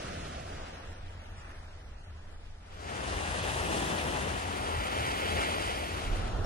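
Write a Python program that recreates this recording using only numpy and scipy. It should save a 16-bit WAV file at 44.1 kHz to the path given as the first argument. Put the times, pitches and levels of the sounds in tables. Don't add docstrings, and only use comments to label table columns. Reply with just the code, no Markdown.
import sys
import numpy as np
from scipy import signal
from scipy.fft import rfft, irfft, next_fast_len
from scipy.io import wavfile
from scipy.ndimage import uniform_filter1d

SR = 44100
rng = np.random.default_rng(int(sys.argv[2]) if len(sys.argv) > 2 else 0)


def materialize(psi):
    bounded = np.clip(np.atleast_2d(psi).T, -1, 1)
    quanta = np.round(bounded * 32767).astype(np.int16)
    wavfile.write(sys.argv[1], SR, quanta)


def gain_from_db(level_db):
    decades = np.asarray(level_db, float) / 20
    return 10 ** decades


N = 284700
SIZE = next_fast_len(N)
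HZ = np.maximum(np.arange(SIZE // 2 + 1) * SR / SIZE, 1)

# (frequency [Hz], level [dB per Hz], left minus right [dB],
# likeness [0-1], extra phase of right [rad])
EBB_WAVE = [(140, -67.0, -0.1, 0.97, -0.3), (350, -73.0, -0.2, 0.83, -0.3), (650, -71.5, 0.5, 0.8, 0.0),
            (950, -77.0, -1.0, 0.77, 0.2), (1150, -77.0, 0.2, 0.5, -0.1), (1350, -79.0, -1.4, 0.83, -3.1),
            (1800, -82.0, -0.6, 0.78, 3.0), (2300, -85.0, -1.1, 0.42, -3.0),
            (2800, -84.0, -1.8, 0.27, -2.5), (4000, -88.0, -2.1, 0.08, -1.3),
            (6000, -90.0, -2.2, 0.22, -1.7), (8300, -95.0, -2.9, 0.08, -0.2),
            (11400, -99.0, -1.5, 0.08, -0.4), (12000, -121.0, -1.8, 0.32, 2.9)]
FAR_WAVE = [(170, -82.0, 0.3, 0.96, -0.1), (350, -88.0, -0.2, 0.76, -0.1), (700, -85.0, 1.0, 0.18, -0.7),
            (950, -86.0, 0.6, 0.38, 3.0), (1150, -88.0, 1.2, 0.26, -3.0), (1350, -89.0, -0.1, 0.67, -0.7),
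            (1800, -90.0, -0.4, 0.56, -0.8), (2300, -94.0, -0.1, 0.3, -1.7), (2800, -94.0, 0.5, 0.4, -2.8),
            (4000, -100.0, 0.5, 0.21, 3.1), (6000, -103.0, -0.0, 0.29, 2.5), (8300, -110.0, 0.1, 0.58, 0.0),
            (11400, -109.5, 1.1, 0.08, -0.4), (12000, -131.0, -0.1, 0.95, -3.1)]
CRASH_WAVE = [(128, -63, 2, .93, 0), (344, -63.5, 3, .82, -.3), (516, -62.5, 5, .72, -.8),
              (650, -62.5, 7, .62, -.5), (800, -62.5, 5.5, .75, 0), (1033, -65.5, 2, .82, 0),
              (1300, -68, 2.5, .6, -.1), (1550, -68.5, 3, .7, -.1), (1722, -68.5, 6, .55, -.15),
              (1981, -69.5, 4, .55, .45), (2239, -72.5, 0, .62, .8), (2583, -70.5, 2, .55, 0),
              (2928, -71.5, 2, .45, -.35), (3273, -72.5, 0, .55, .95), (3789, -75.5, -3, .55, .9),
              (4306, -78.5, -1, .3, 1.4), (4995, -79.5, 1, .4, 3.1), (5684, -79.5, 3, .3, 1.1),
              (6546, -80.5, 1, .1, 0), (7407, -79, 3, .6, -.9), (8268, -79, 4, .72, -1.2),
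              (9130, -78, 0, .82, -.2), (9991, -82.5, 0, .6, .4), (10600, -96, 0, .9, .4)]
DRAG_WAVE = [(170, -68, 2.4, .94, -.2), (550, -63, 4.0, .93, -.6), (820, -64.5, 2.2, .92, .05),
             (1050, -67, .4, .91, 0), (1400, -67.5, 5.9, .8, .5), (1620, -70.5, 2.0, .82, 1.0),
             (1900, -70, 0, .84, .3), (2500, -72, -1.8, .85, .1), (3150, -73, -1.0, .78, .6),
             (3600, -76, -.5, .82, .1), (4300, -81.5, 0, .72, -.5), (4950, -80, .3, .76, 0),
             (5500, -84.5, -2.0, .32, -1.6), (7400, -86, 0, .3, -1.0), (8300, -84.5, -1, .62, -2.4),
             (9100, -83.5, 1, .8, -1.8), (9800, -86, .2, .78, -.9), (10500, -92, 0, 1, .1),
             (10850, -99, 0, 1, .1)]
LEE_WAVE = [(141, -67.5, -1.3, 0.8, 0.5), (352, -69, -0.1, 0.92, -0.9), (690, -70, -0.98, 0.65, 1),
            (980, -76, 0.49, 0.61, -2), (1190, -78, -0.6, 0.62, -2), (1330, -78.5, 0.11, 0.97, -0.2),
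            (1810, -87.5, 0.4, 0.58, -1), (2280, -92, -0.3, 0.32, -8.5), (2750, -87.5, 0.9, 0.61, -1.5),
            (4000, -87, -0.1, 0.37, 1.5), (6060, -92, -0.2, 0.27, 4), (8300, -100.0, 0.7, 0.14, 3),
            (11700, -106.0, 0.2, 0.67, 0.5), (12100, -134.0, 0.2, 0.91, 2)]
# (lead of the right microphone [ms], top of the growing lead [Hz])
WAVE_LEADS = [
    (.4535, 1150),
    (0, 1000),
    (-.3175, 7000),
    (-.4308, 7000),
    (0, 1000),
]
WAVE_ORDER = [0, 1, 3, 2, 3, 4]
# (roar [dB], hiss [dB], fizz [dB])
WAVE_VOICES = [
    (1.5, -1.5, -6),
    (2.5, -9, -14),
    (2, -8, -17),
    (2, -7.5, -10),
    (-1, -9, -13),
    (2, -13.5, -17),
]
# (start [s], end [s])
WAVE_HANDOVERS = [
    (.45, 1.05),
    (2.62, 2.85),
    (2.75, 3.15),
    (4.2, 4.75),
    (5.85, 6.42),
]
# (time [s], level [dB], foam [dB])
WATER = [(0, -46, -5), (.6, -52.5, -5.5), (1.0, -59, 1), (1.3, -58.5, 1), (1.9, -62, 1), (2.68, -64, 1),
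         (2.78, -58, 1), (2.9, -49.5, -1), (3.07, -44.5, 0), (3.4, -41.5, 0.5), (3.75, -41, 2),
         (4.25, -41.5, -1), (4.45, -46.5, 0.5), (4.95, -40.5, 0), (5.4, -39.5, 1.5), (5.65, -40.5, 0.5),
         (6.1, -46.5, 0), (6.46, -45, -1)]
RANGE_EDGES = [150, 900, 3500, 6500, 10500]
# (time [s], length [s], extra roar [dB], extra wash [dB])
TOPPLING_CRESTS = [
    (1.47, 0.24, -3, 7),
    (2.32, 0.067, 1, 3.5),
    (3.298, 0.35, -1, 0.9),
    (3.815, 0.25, 4.5, 1),
    (4.3, 0.12, 0, 1.1),
    (4.72, 0.25, 1, 1.5),
    (5.447, 0.078, 3.3, 1.5),
]
# (time [s], length [s], frequency [Hz], level [dB])
PEBBLE_SURGES = [(0.11, .12, 150, 5.5), (0.27, .08, 150, 8.5), (0.42, 0.47, 620, 4.5),
                 (1.08, 0.13, 2900, 4.5), (1.4, 0.057, 6600, 6), (1.515, 0.1, 380, 9), (2.5, 0.17, 3800, 4),
                 (2.86, 0.18, 6200, 8.5), (2.93, 0.49, 1400, 3.5), (3.12, 0.091, 5300, 6),
                 (3.25, 0.11, 150, 4), (6.4, 0.07, 910, 2), (3.4, 0.13, 160, 5.5), (3.95, 0.066, 730, 4.5),
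                 (5.1, .1, 550, -2.5), (4.7, 0.4, 920, 2.5), (5.3, 0.17, 440, 6), (4, 0.047, 2300, 2),
                 (6, 0.28, 2600, 1.5), (6.05, .15, 150, 0), (1.31, .06, 4400, -7), (1.46, .04, 5800, 0),
                 (1.52, .05, 6800, 0), (5.3, .2, 150, 6), (3.17, 0.21, 132, 3), (3.7, .25, 135, 5.5),
                 (4.18, .3, 120, 3), (3.34, 0.27, 196, -5), (4.63, .2, 2200, -3), (5.4, 0.37, 2700, 1.5),
                 (9, 0.14, 3500, -0.5), (.25, 0.29, 690, -0.5), (3.93, 0.25, 590, -3), (6.9, 0.27, 270, -2),
                 (3.66, 0.27, 195, -6), (3.05, .2, 1500, 0), (6.05, 0.084, 390, -4.5), (1.55, .1, 140, 7),
                 (1.32, .1, 1300, -4), (6.15, .1, 170, 3), (7, .07, 5300, -8), (2.75, 0.096, 500, -2),
                 (2.9, 0.081, 300, -1.5), (0.86, 0.41, 170, -8)]
SURGE_HALF_WIDTH = 0.38
# (frequency [Hz], level [dB per Hz])
SPRAY_COLOUR = [(10600, -20), (11000, -4), (11700, -9.5), (12300, -8), (13500, -14), (14700, -13),
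                (15300, -17), (15750, -12), (16200, -17)]
# (time [s], frequency [Hz], peak [dB], rise [s], t60 [s])
LONE_DROPS = [(1.41, 5500, -53, .004, 0.037), (1.41, 4700, -59, .004, .03), (1.412, 8300, -52, .003, 0.024),
              (1.45, 5900, -60, .004, .03), (1.43, 7500, -58, .003, .02), (1.47, 8600, -61, .003, .02),
              (1.5, 6350, -60, .003, .025), (1.54, 7900, -62, .003, .02), (1.485, 4600, -62, .004, .04),
              (1.565, 4670, -58, .004, 0.033), (6.44, 5490, -45, 0.0058, 0.18),
              (6.441, 13100, -61, .008, .2)]
# (frequency [Hz], level [dB per Hz])
OPEN_WIND = [(8.8, -35), (15, -6), (32, -15), (54, -9.5), (70, 2), (86, 1.5), (99, -10.5), (114, -18),
             (128, -15), (165, -24.5), (190, -44), (250, -60), (420, -120)]
COVE_WIND = [(8.8, -65), (15, -35), (21, -34), (24, -30), (35, -26), (49, -6), (81, 0.5), (96, -11),
             (108, -10.5), (150, -19), (260, -120)]
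LEE_WIND = [(8.8, -32), (15, 1), (38, 10), (65, -10), (92, -5.5), (109, -5), (130, -20), (170, -43),
            (290, -120)]
# (start [s], end [s])
SPOT_HANDOVERS = [
    (2.65, 2.95),
    (5.95, 6.1),
]
WIND_BALANCE = [0, 2.5, -2.4]
# (open [dB], cove [dB], lee [dB])
WIND_SPREAD = [(-14, -19, -15), (-19.5, -16.5, -19)]
# (frequency [Hz], half width [Hz], level [dB])
HOUSING_BOOM = [
    (90, 3.5, 4),
    (70, 10, -3.5),
    (60, 3.4, 2),
]
# (thump [dB], rumble [dB])
WIND_LULLS = [
    (-50.5, -50.5),
    (-59, -43),
    (-36, -42.5),
]
# (time [s], peak [dB], length [s])
WIND_THUMPS = [(0.23, -49, 0.067), (0.58, -44.5, 0.1), (0.9, -47, 0.064), (1.04, -42.5, 0.043),
               (1.34, -46, 0.072), (1.6, -50, 0.089), (1.95, -52, 0.14), (2.29, -49, 0.11),
               (2.5, -46, 0.07), (2.74, -50, 0.056), (3.14, -46, 0.09), (3.33, -49, 0.2), (3.64, -46, 0.08),
               (4.12, -52, 0.08), (4.74, -44, 0.15), (5.32, -50, 0.1), (5.61, -51, 0.11),
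               (5.73, -48, 0.093), (6.12, -29.5, 0.054), (6.39, -42, 0.098)]
WIND_PUFFS = [(0.19, -44.5, 0.06), (0.41, -43.5, 0.096), (0.56, -44.5, 0.088), (0.9, -46, 0.058),
              (1.05, -44.5, 0.045), (1.16, -47, 0.08), (1.4, -46.5, 0.034), (1.62, -45.5, 0.046),
              (1.76, -55, 0.058), (1.94, -55, 0.048), (2.14, -44.5, 0.075), (2.39, -64, 0.092),
              (2.56, -53, 0.054), (2.78, -49, .06), (1.52, -52, .05), (.08, -47, 0.046), (2.92, -61, 0.084),
              (3.14, -38, 0.075), (3.55, -42, 0.24), (3.85, -46, 0.041), (4.05, -40.5, 0.056),
              (4.23, -41, 0.04), (4.32, -40, 0.11), (4.5, -41, 0.087), (4.63, -44, 0.043),
              (4.78, -34.5, 0.044), (5.02, -37, 0.073), (5.35, -36.5, 0.091), (5.69, -51, 0.07),
              (5.96, -37, 0.039), (6.18, -37.5, 0.11), (6.39, -30.5, 0.037)]
# (time [s], readiness [0-1])
DROP_IN_TIME = [(0, .8), (.55, .8), (.8, .92), (1.3, 1), (2.0, 1), (2.6, .85), (2.9, .45), (6.18, .45),
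                (6.36, .85), (6.4, .85), (6.43, .4)]
# (frequency [Hz], readiness [-])
DROP_IN_HZ = [(60, .35), (350, .55), (800, .9), (2200, .9), (3300, .95), (6000, .95), (7235, 1.25),
              (7925, 1.0), (8613, 1.2), (9300, 1.0), (9990, 1.24), (10680, .95), (11500, 1.05),
              (12100, 1.9), (13800, 1.5), (15000, 1.5)]
# (frequency [Hz], share of the band's mean power [-])
CELL_THINNING = [(1000, 0), (3000, .6), (9000, .9), (10500, 1.2), (11800, 2.8), (13000, 2.0), (15000, 1.3)]
# (time [s], luck [spreads])
AIR_GAPS = [(2.7, -3), (2.8, .3), (3.0, .3), (3.05, 1.8), (3.55, 1.8), (3.65, -.5), (4.8, -1.0),
            (5.0, -1.8), (6.0, -1.8), (6.05, -3)]
# (low [Hz], high [Hz], start [s], end [s])
MONO_TOP = (10350, 13700, 2.8, 6.05)


def surf(share, patchy_db, together_db):
    common, apart = froth(11000, spread_db=2.5), froth(11000, spread_db=2.5)
    tables = (EBB_WAVE, FAR_WAVE, CRASH_WAVE, DRAG_WAVE, LEE_WAVE)
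    waves = [wave(table, lead, common, apart) for table, lead in zip(tables, WAVE_LEADS)]
    waves = [waves[k] for k in WAVE_ORDER]
    mixed = sum(s * pair * gain_from_db(-own[1]) for s, (pair, own) in zip(share, waves))
    own_power = sum(s ** 2 * gain_from_db(2 * (own - own[1]))[:, None] for s, (_, own) in zip(share, waves))
    wanted_db = surf_ranges(share) - 10 * np.log10(own_power)
    spectrum = rfft(mixed, SIZE)
    centres = np.geomspace(150, 10500, num=12)
    swells = [(bell(row[0], row[1]), row[2:]) for row in PEBBLE_SURGES]
    flicker, near = drift(21.0), drift(13.0)
    out = 0
    for k, hz in enumerate(centres):
        place = np.interp(np.log(hz), np.log([500, 1800, 4800, 8500]), [0, 1, 2, 3])
        low = min(int(place), 2)
        curve_db = wanted_db[low] + (place - low) * (wanted_db[low + 1] - wanted_db[low])
        near = 0.5 * near + 0.62 * drift(13.0)
        bright = k / len(centres)
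        surges_db = sum(db * np.exp(-(np.log2(hz / at_hz) / SURGE_HALF_WIDTH) ** 2) * swell
                        for swell, (at_hz, db) in swells)
        gain = gain_from_db(curve_db + surges_db + patchy_db * near + together_db * bright * flicker)
        band = on_log_hz(centres, np.arange(len(centres)) == k)
        out = out + gain * irfft(spectrum * band, SIZE)[:, :N]
    return out


def surf_ranges(share):
    level_db, foam_db = in_time(WATER)
    roar, hiss, fizz = np.transpose(WAVE_VOICES) @ share ** 2
    crest_roar, crest_wash = sum(np.outer([r, w], bell(s, length)) for s, length, r, w in TOPPLING_CRESTS)
    fizz = fizz + 1.36 * foam_db + 0.57 * crest_wash
    return level_db + np.array([roar + crest_roar, crest_wash, hiss + foam_db, fizz])


def wave(table, lead, common, apart):
    hz, level_db, left_db, alike, phase = np.transpose(table)
    likeness = np.clip(alike, 0, 1) * np.exp(1j * phase)
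    likeness = on_log_hz(hz, likeness.real) + 1j * on_log_hz(hz, likeness.imag)
    lead_ms, top_hz = lead
    late = np.exp(2j * np.pi * np.minimum(HZ, top_hz) * lead_ms / 1000)
    skirts = -22 * np.maximum(np.log2(hz[0] / HZ), 0) - 200 * np.maximum(np.log2(HZ / hz[-1]), 0)
    colour = gain_from_db(on_log_hz(hz, level_db) + skirts)
    tilt = gain_from_db(on_log_hz(hz, left_db) / 2)
    right = likeness * late * common + np.sqrt(np.maximum(1 - abs(likeness) ** 2, 0)) * apart
    pair = colour / np.sqrt(tilt ** 2 + tilt ** -2) * np.array([common * tilt, right / tilt])
    power = abs(pair.mean(0)) ** 2 * 2 / SIZE ** 2
    ranges = [power[(HZ > low) & (HZ < high)].sum() for low, high in zip(RANGE_EDGES, RANGE_EDGES[1:])]
    return irfft(pair, SIZE)[:, :N], 10 * np.log10(ranges)


def froth(per_s, spread_db):
    sizes = gain_from_db(spread_db * np.minimum(rng.exponential(1, SIZE), 3.5)) * rng.choice([-1, 1], SIZE)
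    return rfft(sizes * (rng.random(SIZE) < per_s / SR))


def spray():
    fizz = rfft(rng.standard_normal((2, SIZE))) * gain_from_db(on_log_hz(*np.transpose(SPRAY_COLOUR)))
    mid, side = irfft(fizz * [HZ > 0, HZ > 13800], SIZE)[:, :N]
    in_cove = np.sqrt(shares([(2.67, 2.75), (5.9, 6.32)])[1])
    level_db, foam_db = in_time(WATER)
    before_crash = shares([(3.42, 3.44)])[0]
    spray_db = -61 + 0.74 * (level_db + 42.5) + 0.86 * foam_db - 3.8 * before_crash
    gain = in_cove * gain_from_db(spray_db + 0.94 * drift(19.0)) / mid.std()
    return gain * np.array([mid + side, mid - side])


def drops():
    out = np.zeros((2, N))
    balance = gain_from_db(np.array([[1], [-1]]))
    for s, hz, peak_db, rise, t60 in LONE_DROPS:
        start = int(s * SR)
        t = np.arange(min(N - start, 4000)) / SR
        ring = np.minimum(t / rise, 1) * gain_from_db(peak_db - 60 * t / t60) * np.sin(2 * np.pi * hz * t)
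        out[:, start:start + len(t)] += ring * balance
    return out


def wind():
    spots = shares(SPOT_HANDOVERS)
    swings = rfft(rng.standard_normal((2, SIZE)))
    swings = swings * gain_from_db(sum(db * np.exp(-((HZ - hz) / width) ** 2) for hz, width, db in HOUSING_BOOM))
    upper = on_log_hz([45, 55], [0, 1])
    out = 0
    for part, level_db, seconds, apart_db in zip((1 - upper, upper), gusts(spots), (0.09, 0.06), WIND_SPREAD):
        mid, side = sum(np.sqrt(s) * irfft(swings * part * gain_from_db(on_log_hz(*np.transpose(colour))), SIZE)[:, :N]
                        for s, colour in zip(spots, (OPEN_WIND, COVE_WIND, LEE_WIND)))
        mid = evened(mid, seconds)
        side = evened(side, seconds) * gain_from_db(np.dot(apart_db, spots))
        out = out + gain_from_db(level_db) * np.array([mid + side, mid - side])
    left_db = np.dot(WIND_BALANCE, spots) / 2
    return out * gain_from_db(np.array([left_db, -left_db]))


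def gusts(spots):
    lulls = np.transpose(WIND_LULLS) @ spots + 1.5 * np.array([drift(2.9), drift(5.9)])
    peaks = [sum(gain_from_db(2 * db) * bell(s, length) for s, db, length in rows) for rows in (WIND_THUMPS, WIND_PUFFS)]
    return 10 * np.log10(gain_from_db(2 * lulls) + peaks)


def in_time(rows):
    s, *columns = np.transpose(rows)
    return np.array([np.interp(np.arange(N) / SR, s, c) for c in columns])


def on_log_hz(hz, values):
    return np.interp(np.log(HZ), np.log(hz), values)


def bell(s, length):
    return np.exp(-4 * np.log(2) * ((np.arange(N) / SR - s) / max(length, 0.02)) ** 2)


def drift(rate):
    r = np.exp(-80 * np.pi * rate / SR)
    slow = signal.lfilter([1], [1, -2 * r, r * r], rng.standard_normal(N // 40 + 2002))[2000:]
    return np.interp(np.arange(N) / 40, np.arange(len(slow)), slow / slow.std())


def shares(handovers):
    t = np.arange(N) / SR
    ramps = [np.clip((t - start) / (end - start), 0, 1) for start, end in handovers]
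    passed = [r ** 2 / (r ** 2 + (1 - r) ** 2) for r in ramps]
    return np.maximum(-np.diff([t * 0 + 1] + passed + [t * 0], axis=0), 0)


def evened(x, seconds):
    size = int(seconds * SR)
    return x / np.sqrt(uniform_filter1d(uniform_filter1d(x ** 2, size), size) + 1e-20)


def scene():
    waves = surf(np.sqrt(shares(WAVE_HANDOVERS)), patchy_db=1.16, together_db=0.5)
    return waves + spray() + drops() + wind()


def thrifty_camera(x, reach_db, luck_db):
    hz, s, cells = signal.stft([x[0] + x[1], x[0] - x[1]], SR, nperseg=2048)
    low_bands = np.round(7 * np.log2(1 + hz / 350))
    high_bands = np.interp(hz, [3400, 6890, 22739], [25, 32, 55])
    band = np.where(hz < 3400, low_bands, high_bands).astype(int)
    power = np.array([uniform_filter1d((abs(cells[:, band == b]) ** 2).sum(1), size=3)
                      for b in range(band.max() + 1)])
    margin_db = 10 * np.log10((power + 1e-20) / (power.sum(1, keepdims=True) + 1e-20))
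    luck = uniform_filter1d(rng.standard_normal(power.shape), size=3) * np.sqrt(3)
    centre = [hz[band == b].mean() for b in range(len(power))]
    ready = np.interp(s, *np.transpose(DROP_IN_TIME))
    thrift = np.outer(np.interp(centre, *np.transpose(DROP_IN_HZ)), ready)
    kept = np.clip(margin_db + luck_db * luck + reach_db * (1 - thrift[:, None]) + 7, 0, 1)
    dice = luck[band, 0]
    gap = np.interp(s, *np.transpose(AIR_GAPS))
    air = ((hz > 11025) & (hz < 11710))[:, None]
    cells[0] *= 1 - air * (luck[band[520], 0] + 0.4 * dice < gap)
    wide_air = ((hz > 10340) & (hz < 12400))[:, None]
    cells[0] *= 1 - wide_air * (dice < gap - 2)
    cells *= 1 - (hz > 15050)[:, None] * (luck[band[705], 0] + (15650 - hz[:, None]) / 450 < 0)
    low, high, start, end = MONO_TOP
    cells[1] *= 1 - np.outer((hz > low) & (hz < high), (s > start) & (s < end))
    mean = (power[band] / np.bincount(band)[band, None, None]).transpose(1, 0, 2)
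    strong = abs(cells) ** 2 > mean * np.outer(np.interp(hz, *np.transpose(CELL_THINNING)), ready)
    stored = cells * strong * kept[band].transpose(1, 0, 2)
    both, apart = signal.istft(stored, SR, nperseg=2048)[1][:, :N]
    return np.array([both + apart, both - apart]) / 2


def roll_off(x):
    return signal.sosfilt(signal.butter(12, 15720, fs=SR, output="sos"), x)


def record(dry):
    stored = thrifty_camera(dry, reach_db=16, luck_db=3.5)
    return roll_off(stored)


dry = scene()
out = record(dry)
materialize(out)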